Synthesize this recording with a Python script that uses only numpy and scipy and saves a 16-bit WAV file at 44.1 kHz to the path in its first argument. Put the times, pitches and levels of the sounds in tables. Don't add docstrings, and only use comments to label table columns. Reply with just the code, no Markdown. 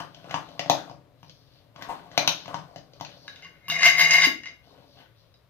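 import sys
import numpy as np
from scipy import signal
from scipy.fft import rfft, irfft
from scipy.io import wavfile
from scipy.ndimage import uniform_filter1d, map_coordinates

SR = 44100
rng = np.random.default_rng(int(sys.argv[2]) if len(sys.argv) > 2 else 0)


def file_out(sig):
    cols = np.atleast_2d(sig).T
    lim = np.clip(cols, -1, 1)
    pcm = np.round(lim * 32767).astype(np.int16)
    wavfile.write(sys.argv[1], SR, pcm)


N = 242285


def from_db(db):
    return 10 ** (np.asarray(db) / 20)


def rms_one(x):
    return x / np.sqrt(np.mean(x ** 2) + 1e-20)


def in_time(rows):
    s, *columns = np.transpose(rows)
    return [np.interp(np.arange(N) / SR, s, c) for c in columns]


def at_hz(points, hz):
    points_hz, values = np.array(points).T
    return np.interp(np.log(np.maximum(hz, 1)), np.log(points_hz), values)


def colour(x, spectrum):
    log_gain = np.log(from_db(at_hz(spectrum, np.fft.rfftfreq(2048, 1 / SR))))
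    cepstrum = irfft(log_gain)
    cepstrum[1:1024] *= 2
    cepstrum[1025:] = 0
    kernel = irfft(np.exp(rfft(cepstrum)))[:1024]
    filtered = signal.fftconvolve(np.atleast_2d(x), kernel[None], axes=1)
    return filtered[:, :N].reshape(np.shape(x))


def resonate(x, hz, width_hz):
    r = np.exp(-np.pi * width_hz / SR)
    poles = [1, -2 * r * np.cos(2 * np.pi * hz / SR), r * r]
    return signal.lfilter([(1 - r * r) / 2, 0, (r * r - 1) / 2], poles, x)


def grains(per_s, spread_db):
    sizes = from_db(spread_db * np.minimum(rng.exponential(1, N), 4)) * rng.choice([-1, 1], N)
    return rms_one(sizes * (rng.random(N) < per_s / SR))


def around(centre_hz, pitches, spread, sharpness, per_s):
    rung = 0
    for hz in pitches:
        nearness = np.exp(-(np.log(hz / centre_hz) / spread) ** 2) + 0.05
        rung = rung + nearness * resonate(grains(per_s, spread_db=7.0), hz, hz / sharpness)
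    return rung / np.sqrt(uniform_filter1d(rung ** 2, size=8000))


def swells(s, peak_db, rise, fall):
    t = np.arange(N) / SR
    rows = np.broadcast(s, peak_db, rise, fall)
    return sum(from_db(db + np.minimum(up * (t - at), down * (at - t))) for at, db, up, down in rows)


def ports(x, balance, lag_s):
    left, right = np.broadcast_to(x, (2, N))
    half = np.array(balance) * [1, .5]
    late = map_coordinates(right, [np.arange(N) - lag_s * SR], order=3, mode="nearest")
    return np.array([colour(left, half), colour(late, half * [1, -1])])


# frequency in Hz, gain in dB.
AIR_SPECTRUM = [(12, -42.5), (20, -12.5), (131, 5.5), (237, -23), (566, -8), (794, -21), (1110, -17.5),
                (1470, -23), (3140, -27), (3940, -25.5), (7730, -41.5), (15200, -36), (16500, -43)]
# frequency in Hz, left-right likeness (1 is the same).
AIR_LIKENESS = [(40, 0.3), (200, 0.93), (700, 0.64), (2000, .5), (6000, .1)]
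# frequency in Hz, left minus right in dB.
BOWL_BALANCE = [(40, -1.5), (130, 7), (700, 8), (2500, 8), (5000, 5), (12000, 2.5)]


def air(mid_db=-62):
    mid, side = colour(rng.standard_normal((2, N)), AIR_SPECTRUM)
    unlike = []
    for hz, likeness in AIR_LIKENESS:
        likeness = np.clip(likeness, 0, .99)
        unlike.append((hz, 10 * np.log10((1 - likeness) / (1 + likeness))))
    side = colour(side, unlike)
    return from_db(mid_db) / np.std(mid) * ports(np.array([mid + side, mid - side]), BOWL_BALANCE, 0)


# mode in Hz, width in Hz, gain in dB re the sound inside.
BOWL = [(295, 23, 14.5), (577, 29, 5.5), (670, 19, -21)]


def glass(x):
    return x + sum(from_db(db) * resonate(x, hz, width_hz) for hz, width_hz, db in BOWL)


# time in seconds, squelch in dB, rustle in dB.
STIR = [(0.0, -38.5, -48), (0.08, -63.5, -64.5), (0.24, -59.5, -57.5), (0.32, -45.5, -58),
        (0.48, -59.5, -59), (0.78, -47.5, -56), (0.89, -56.5, -60), (1.0, -68.5, -126), (1.22, -76, -66),
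        (1.33, -76, -64.5), (1.45, -79, -67.5), (1.57, -76, -63), (1.72, -73, -80), (1.81, -49.5, -52),
        (1.95, -51, -55.5), (2.09, -60, -64), (2.21, -48, -44.5), (2.3, -44.5, -86), (2.38, -65.5, -43.5),
        (2.5, -48, -59), (2.67, -59.5, -68), (2.9, -69.5, -73), (3.1, -61.5, -52), (3.19, -66, -61),
        (3.3, -65, -55), (3.42, -68, -56.5), (3.67, -80.5, -69.5)]
# time in seconds, squelch in dB, rustle in dB.
LIFT = [(4.5, -68, -78), (4.6, -87, -68), (4.669, -65, -63.5), (4.789, -61, -63.5), (4.92, -75, -65.5),
        (5.0, -60.5, -52.5), (5.11, -82, -72.5), (5.19, -91, -66), (5.33, -81.5, -77), (5.49, -100, -84)]
# time in seconds, frequency in Hz.
RUSTLE_PITCH = [(0, 2860), (0.8, 3620), (1.0, 2850), (1.3, 4360), (1.8, 2500), (2.3, 3520), (2.6, 2800),
                (2.75, 4630), (3.1, 2750), (3.2, 4600), (3.45, 2130), (4.6, 2200), (4.68, 3940),
                (4.78, 2730), (4.92, 4065), (5.0, 2590), (5.1, 2100), (5.2, 3820), (5.49, 3375)]
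# frequency in Hz, filter gain in dB.
RUSTLE = [(800, -30), (1500, 4.5), (2300, -11), (4500, 0), (6300, -4.5), (7300, -30.5), (9000, -57.5)]
# frequency in Hz, filter gain in dB.
TOP = [(6000, -42), (8800, -19.5), (10500, -8.5), (12500, -5), (15000, -8), (16500, -10)]

SQUELCH_HZ, SQUELCH_DB_PER_OCTAVE = 694, 33
HISS_DB, HISS_FOLLOWS = -78, 0.45
RUMBLE_DB, RUMBLE_FOLLOWS = -64, .6


def stirring():
    rests = [[3.7, -95, -90], [4.4, -95, -90]]
    squelch_db, rustle_db = in_time(np.concatenate([STIR, rests, LIFT]))
    squelch_hz = np.clip(SQUELCH_HZ * 2 ** ((squelch_db + 60) / SQUELCH_DB_PER_OCTAVE), 480, 1200)
    squelch = around(squelch_hz, np.geomspace(350, 1500, 12), spread=0.59, sharpness=10.0, per_s=300)
    rustle_hz, = in_time(RUSTLE_PITCH)
    rustle = around(rustle_hz, np.geomspace(1500, 6500, 12), spread=.38, sharpness=8, per_s=1100)
    rustle = colour(rustle, RUSTLE)
    hiss = rms_one(colour(rng.standard_normal((2, N)), TOP))
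    rumble = rng.standard_normal(N)
    rumble = rms_one(resonate(rumble, 170, width_hz=51) + 0.49 * resonate(rumble, 250, width_hz=33))
    hiss_db = HISS_DB + HISS_FOLLOWS * (rustle_db + 60)
    rumble_db = RUMBLE_DB + RUMBLE_FOLLOWS * (squelch_db + 60)
    return (glass(from_db(squelch_db) * squelch) + from_db(rustle_db) * rustle
            + from_db(hiss_db) * hiss + from_db(rumble_db) * rumble)


# frequency in Hz, seconds to die by 60 dB.
ROOM_T60 = [(100, 0.28), (260, 0.43), (700, 0.26), (1840, 0.31), (4850, 0.28), (12800, 0.23)]
# frequency in Hz, left-right likeness (1 is the same).
ECHO_LIKENESS = [(80, 0.56), (300, 0.62), (800, 0.22), (1500, 0.097), (5000, 0.017)]


def kitchen(x, first_s=0.0015):
    t = np.arange(round(.6 * SR)) / SR
    edges = 60 * 2 ** np.arange(0, 8.6, .5)
    white = rng.standard_normal((2, 2, len(t)))
    tail = 0
    for k, (low, high) in enumerate(zip(edges, edges[1:])):
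        band = signal.butter(2, [low, high], "band", fs=SR, output="sos")
        mid, side = signal.sosfilt(band, white[k % 2])
        hz = np.sqrt(low * high)
        alike = np.clip(at_hz(ECHO_LIKENESS, hz), -1, 1)
        pair = np.sqrt(1 + alike) * mid + np.sqrt(1 - alike) * side * [[1], [-1]]
        tail = tail + pair * from_db(-60 * t / at_hz(ROOM_T60, hz))
    tail = tail * np.clip(t / first_s - .5, 0, 1)
    tail = tail / np.sqrt(np.sum(tail ** 2, axis=1, keepdims=True))
    return signal.fftconvolve(x, tail, axes=1)[:, :N]


# start in seconds, pop level in dB, pocket pitch in Hz,
# snap in dB re the pop, snap pitch in Hz, fizz in dB re the pop.
POPS = [(0.003, -29, 910, -6.5, 3030, -11), (0.146, -52.5, 600, 12.5, 3230, -22),
        (0.243, -44, 590, -5, 2790, -31), (0.295, -48, 640, 5.5, 2780, -31),
        (0.31, -35, 724, 5.5, 1980, -4.5), (0.342, -17, 910, -5.5, 1800, -45),
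        (0.488, -48.5, 570, 5, 3000, -16), (0.594, -25.5, 675, 6, 2870, -6.5),
        (0.66, -29.5, 700, -7, 1990, -17), (0.698, -6.5, 794, -4.5, 3860, -9),
        (0.897, -35.5, 930, -9.5, 5130, -27), (0.912, -38, 735, -9.5, 4900, -24),
        (1.23, -42.5, 927, -3.5, 1830, -8), (1.296, -56, 514, 15.5, 4590, -11),
        (1.761, -41.5, 1050, 2, 1610, -19), (1.823, -36.5, 910, 8, 1920, 1.5),
        (2.115, -46.5, 604, 6.5, 1920, -41), (2.177, -13, 735, 6.5, 2370, -7.5),
        (2.276, -17.5, 890, 10.5, 3840, 3.5), (2.458, -37.5, 1050, 2, 2230, -22),
        (2.48, -34, 644, -4, 1620, -6), (2.543, -20.5, 945, -7, 1890, -24),
        (2.589, -37, 945, -6.5, 2900, -31), (2.76, -34.5, 684, -1, 1780, -12),
        (2.783, -48, 605, 5, 5100, -26), (2.935, -53.5, 573, 6.5, 4700, -29),
        (3, -41.5, 1080, -1.5, 2000, -17), (3.01, -26, 864, -4.5, 3430, -11.5),
        (3.049, -53.5, 774, 21, 2620, -24)]
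# frequency in Hz, filter gain in dB.
SNAP = [(700, -34.5), (1200, -3.5), (3000, 4.5), (6300, 2), (6900, -8), (7600, -15), (9000, -48.5)]

SWELL_CYCLES = 1.106
SNAP_WIDTH_HZ = 393
OVERTONE_RATIO, OVERTONE_DB, SKIN_DB = 1.6, -5, -10
CRACK_DB, CRACK_S = -3, 0.0039
THUMP_DB, THUMP_FOLLOWS = -41.5, 0.57


def pops(skin_hz=5800, skin_width_hz=1400, fizz_s=0.002, thump_hz=140, thump_s=0.0053):
    length = 4000
    t = np.arange(length) / SR
    low, snap, top = np.zeros(N + length), np.zeros(N + length), np.zeros((2, N + length))
    cracks = rng.standard_normal((len(POPS), 2, length))
    thump = np.sin(2 * np.pi * thump_hz * t) * t / thump_s * np.exp(1 - t / thump_s)
    skin = from_db(SKIN_DB) * np.sin(2 * np.pi * skin_hz * t) * np.exp(-np.pi * skin_width_hz * t)
    for (s, peak_db, hz, snap_db, snap_hz, fizz_db), crack in zip(POPS, cracks):
        here = slice(round(s * SR), round(s * SR) + length)
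        swell = t * hz / SWELL_CYCLES * np.exp(1 - t * hz / SWELL_CYCLES)
        low[here] += from_db(peak_db) * swell ** 2 * np.sin(2 * np.pi * hz * t)
        low[here] += from_db(THUMP_DB + THUMP_FOLLOWS * (peak_db + 30)) * thump
        overtone = from_db(OVERTONE_DB) * np.sin(2 * np.pi * OVERTONE_RATIO * snap_hz * t)
        rings = (np.sin(2 * np.pi * snap_hz * t) + overtone) * np.exp(-np.pi * SNAP_WIDTH_HZ * t)
        toneless = from_db(CRACK_DB) * crack[0] * np.exp(-t / CRACK_S)
        snap[here] += from_db(peak_db + snap_db) * (rings + skin + toneless)
        top[:, here] += from_db(peak_db + fizz_db) * crack * np.exp(-t / fizz_s)
    return glass(low[:N]) + colour(snap[:N], SNAP) + colour(top[:, :N], TOP)


# start in seconds, length in seconds,
# level in dB, start pitch in Hz, pitch in Hz after that length.
GULPS = [(0.344, 0.046, -39.5, 940, 1140), (1.883, 0.049, -34.5, 840, 971.5),
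         (2.543, 0.039, -46.5, 889, 1044)]


def gulps(rough_hz=45):
    out = np.zeros(N)
    noise = rng.standard_normal((len(GULPS), 2, 6000))
    flutters = signal.lfilter([1], [1, -np.exp(-2 * np.pi * rough_hz / SR)], noise)
    for (s, length_s, level_db, start_hz, end_hz), (a, b) in zip(GULPS, flutters):
        u = np.arange(6000) / SR / length_s
        hz = start_hz + (end_hz - start_hz) * np.minimum(u, 1.3)
        phase = 2 * np.pi * np.cumsum(hz) / SR
        tone = rms_one(a) * np.sin(phase) + rms_one(b) * np.cos(phase)
        swell = 3 * u * np.exp(1 - 3 * u)
        at = round(s * SR)
        out[at:at + 6000] += from_db(level_db) * swell * tone
    return out


# time in seconds, relative level in dB,
# then in Hz the two modes that the contact favours.
TAPS = [(3.28, -26.5, 1660, 3810), (3.360, -34.5, 3706, 3706), (3.390, -44, 1425, 1420),
        (3.424, -35.5, 2103, 2860), (3.448, -35, 1110, 2815), (3.683, -24, 1120, 2820),
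        (3.7, -12, 2810, 3785), (3.832, -3.5, 2123, 2096), (4.109, -8, 5030, 6200), (4.221, -7, 1950, 3740),
        (4.240, -13, 2190, 2910), (4.435, -30.5, 1900, 2850), (4.458, -26, 2095, 2170),
        (4.471, -39, 2120, 2850), (5.341, -51.5, 3860, 5035)]
# time of fastest motion in seconds, friction in relative dB,
# its rise in dB per second, its fall in dB per second, fine grit in relative dB.
SLIDES = [(3.431, -46.5, 2997, 200, -75), (3.685, -46.5, 6000, 301, -30.5), (3.704, -27, 1397, 152, -49.5),
          (3.856, -12.5, 221, 157, -22), (3.996, -13, 561.5, 175.5, -20), (4.138, -13, 298.5, 312, -24),
          (4.251, -15, 139.5, 442, -27), (4.478, -45.5, 125.5, 275, -71)]
# frequency in Hz, width in Hz while pressed or gripped, level in relative dB.
TIN = [(685, 46, -20), (877, 18, -22), (1110, 45, -21), (1420, 40, -26), (1660, 60, -24), (1900, 50, -16),
       (2050, 25, -10), (2120, 38, 0), (2243, 35, -14), (2446, 27, -17), (2790, 25, -16), (2850, 32, -10),
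       (2905, 35, -14), (3706, 32, -17), (3860, 50, -16), (4140, 50, -27), (4730, 44, -25), (5035, 60, -19),
       (5510, 40, -31), (6310, 80, -23), (6500, 40, -27)]
# frequency in Hz, filter gain in dB.
GRIT = [(400, -36.5), (800, -10.5), (1500, -2.5), (2200, -4.5), (2900, 0), (3350, -8.5), (3800, -7.5),
        (4400, -7.5), (5000, 0), (5600, -8.5), (6400, -6), (7500, -29.5), (9000, -40.5)]
# frequency in Hz, width in Hz, relative level in dB.
COUNTER = [(165, 5.5, 11.5), (318, 720, -10.5), (715, 550, -16.5)]
LONG_RINGING_HZ = (1110, 2850)

LET_GO_S, PRESSED_S, EASED_S, GRIPPED_S = 3.41, 3.67, 4.4, 4.7
LIFTED_DAMPING, LONG_DAMPING = .6, .2
CHATTER_DB, CHATTER_HZ = 2.2, 70
BODY_DB, GRIT_DB, COUNTER_DB = 20.5, 3.5, -32
GRIT_STEEPNESS = 1.74
COUNTER_FOLLOWS = 0.67
FINE_RISE_DB_PER_S, FINE_FALL_DB_PER_S = 901, 352
OWN_GRAIN = .45


def tin():
    fastest_s, friction_db, rise, fall, fine_db = np.transpose(SLIDES)
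    r = np.exp(-2 * np.pi * CHATTER_HZ / SR)
    flutter = rms_one(signal.lfilter([1], [1, -2 * r, r * r], rng.standard_normal(N)))
    chatter = from_db(CHATTER_DB * flutter)
    friction = swells(fastest_s, friction_db, rise, fall) * chatter
    fine_gain = swells(fastest_s, fine_db, np.maximum(rise, FINE_RISE_DB_PER_S), FINE_FALL_DB_PER_S)
    rub = grains(3000, spread_db=2.5)

    s, peak_db, *favoured_hz = np.transpose(TAPS)
    at = (s * SR).astype(int)
    taps = np.zeros(N)
    taps[at] = from_db(peak_db)
    strengths = from_db(rng.normal(0, 2.5, (len(TAPS), len(TIN))))

    n = np.arange(N)
    damped = (n > PRESSED_S * SR) & (n < EASED_S * SR)
    damped |= (n < LET_GO_S * SR) | (n > GRIPPED_S * SR)
    body = np.zeros(N)
    for k, (hz, width_hz, level_db) in enumerate(TIN):
        closeness = np.exp(-(np.log(hz / np.array(favoured_hz)) / .03) ** 2).max(axis=0)
        favour = .3 + from_db(-3 - level_db) * closeness
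        drive = from_db(BODY_DB) * friction * (rub + OWN_GRAIN * rng.standard_normal(N))
        drive[at] += from_db(38.0) * taps[at] * strengths[:, k] * favour
        left = LONG_DAMPING if hz in LONG_RINGING_HZ else LIFTED_DAMPING
        held = resonate(drive * damped, hz, width_hz)
        touched = resonate(drive * ~damped, hz, width_hz * left) / np.sqrt(left)
        body += (-1) ** k * from_db(level_db) * (held + touched)

    grit_gain = swells(fastest_s, friction_db + GRIT_DB, GRIT_STEEPNESS * rise, GRIT_STEEPNESS * fall)
    grit = colour(grit_gain * chatter * rub + from_db(19) * taps, GRIT)
    fine_grains = np.array([grains(6000, spread_db=4.5), rub])
    fine = colour(fine_gain * fine_grains + from_db(-16) * taps, TOP)
    counter = rms_one(sum(from_db(db) * resonate(rub, hz, width_hz) for hz, width_hz, db in COUNTER))
    return body + grit + fine + from_db(COUNTER_DB) * friction ** COUNTER_FOLLOWS * counter + thuds()


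# start in seconds, level in dB, pitch in Hz.
THUDS = [(3.696, -23.5, 165), (4.27, -9, 293)]


def thuds(width_hz=130):
    out = np.zeros(N)
    for s, peak_db, hz in THUDS:
        at = round(s * SR)
        t = np.arange(N - at) / SR
        onset = (1 - np.exp(-t / 0.002)) ** 2
        out[at:] += from_db(peak_db) * np.sin(2 * np.pi * hz * t) * np.exp(-np.pi * width_hz * t) * onset
    return out


# frequency in Hz, left minus right in dB.
TIN_BALANCE = [(130, 7), (700, 6), (2100, 6), (4000, 1), (8000, 3), (12000, 5)]

BOWL_LAG_S, TIN_LAG_S = .00013, .00008


def scene():
    bowl = ports(pops() + gulps() + stirring(), BOWL_BALANCE, BOWL_LAG_S)
    metal = ports(tin(), TIN_BALANCE, TIN_LAG_S)
    echoes = kitchen(from_db(-1.0) * bowl + from_db(-1.5) * metal)
    return bowl + metal + echoes + air()


def record(dry):
    rounded = .95 * np.tanh(dry / .95)
    top_cut = signal.cheby2(12, 70, 16700, fs=SR, output="sos")
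    return signal.sosfilt(top_cut, rounded)


dry = scene()
out = record(dry)
file_out(out)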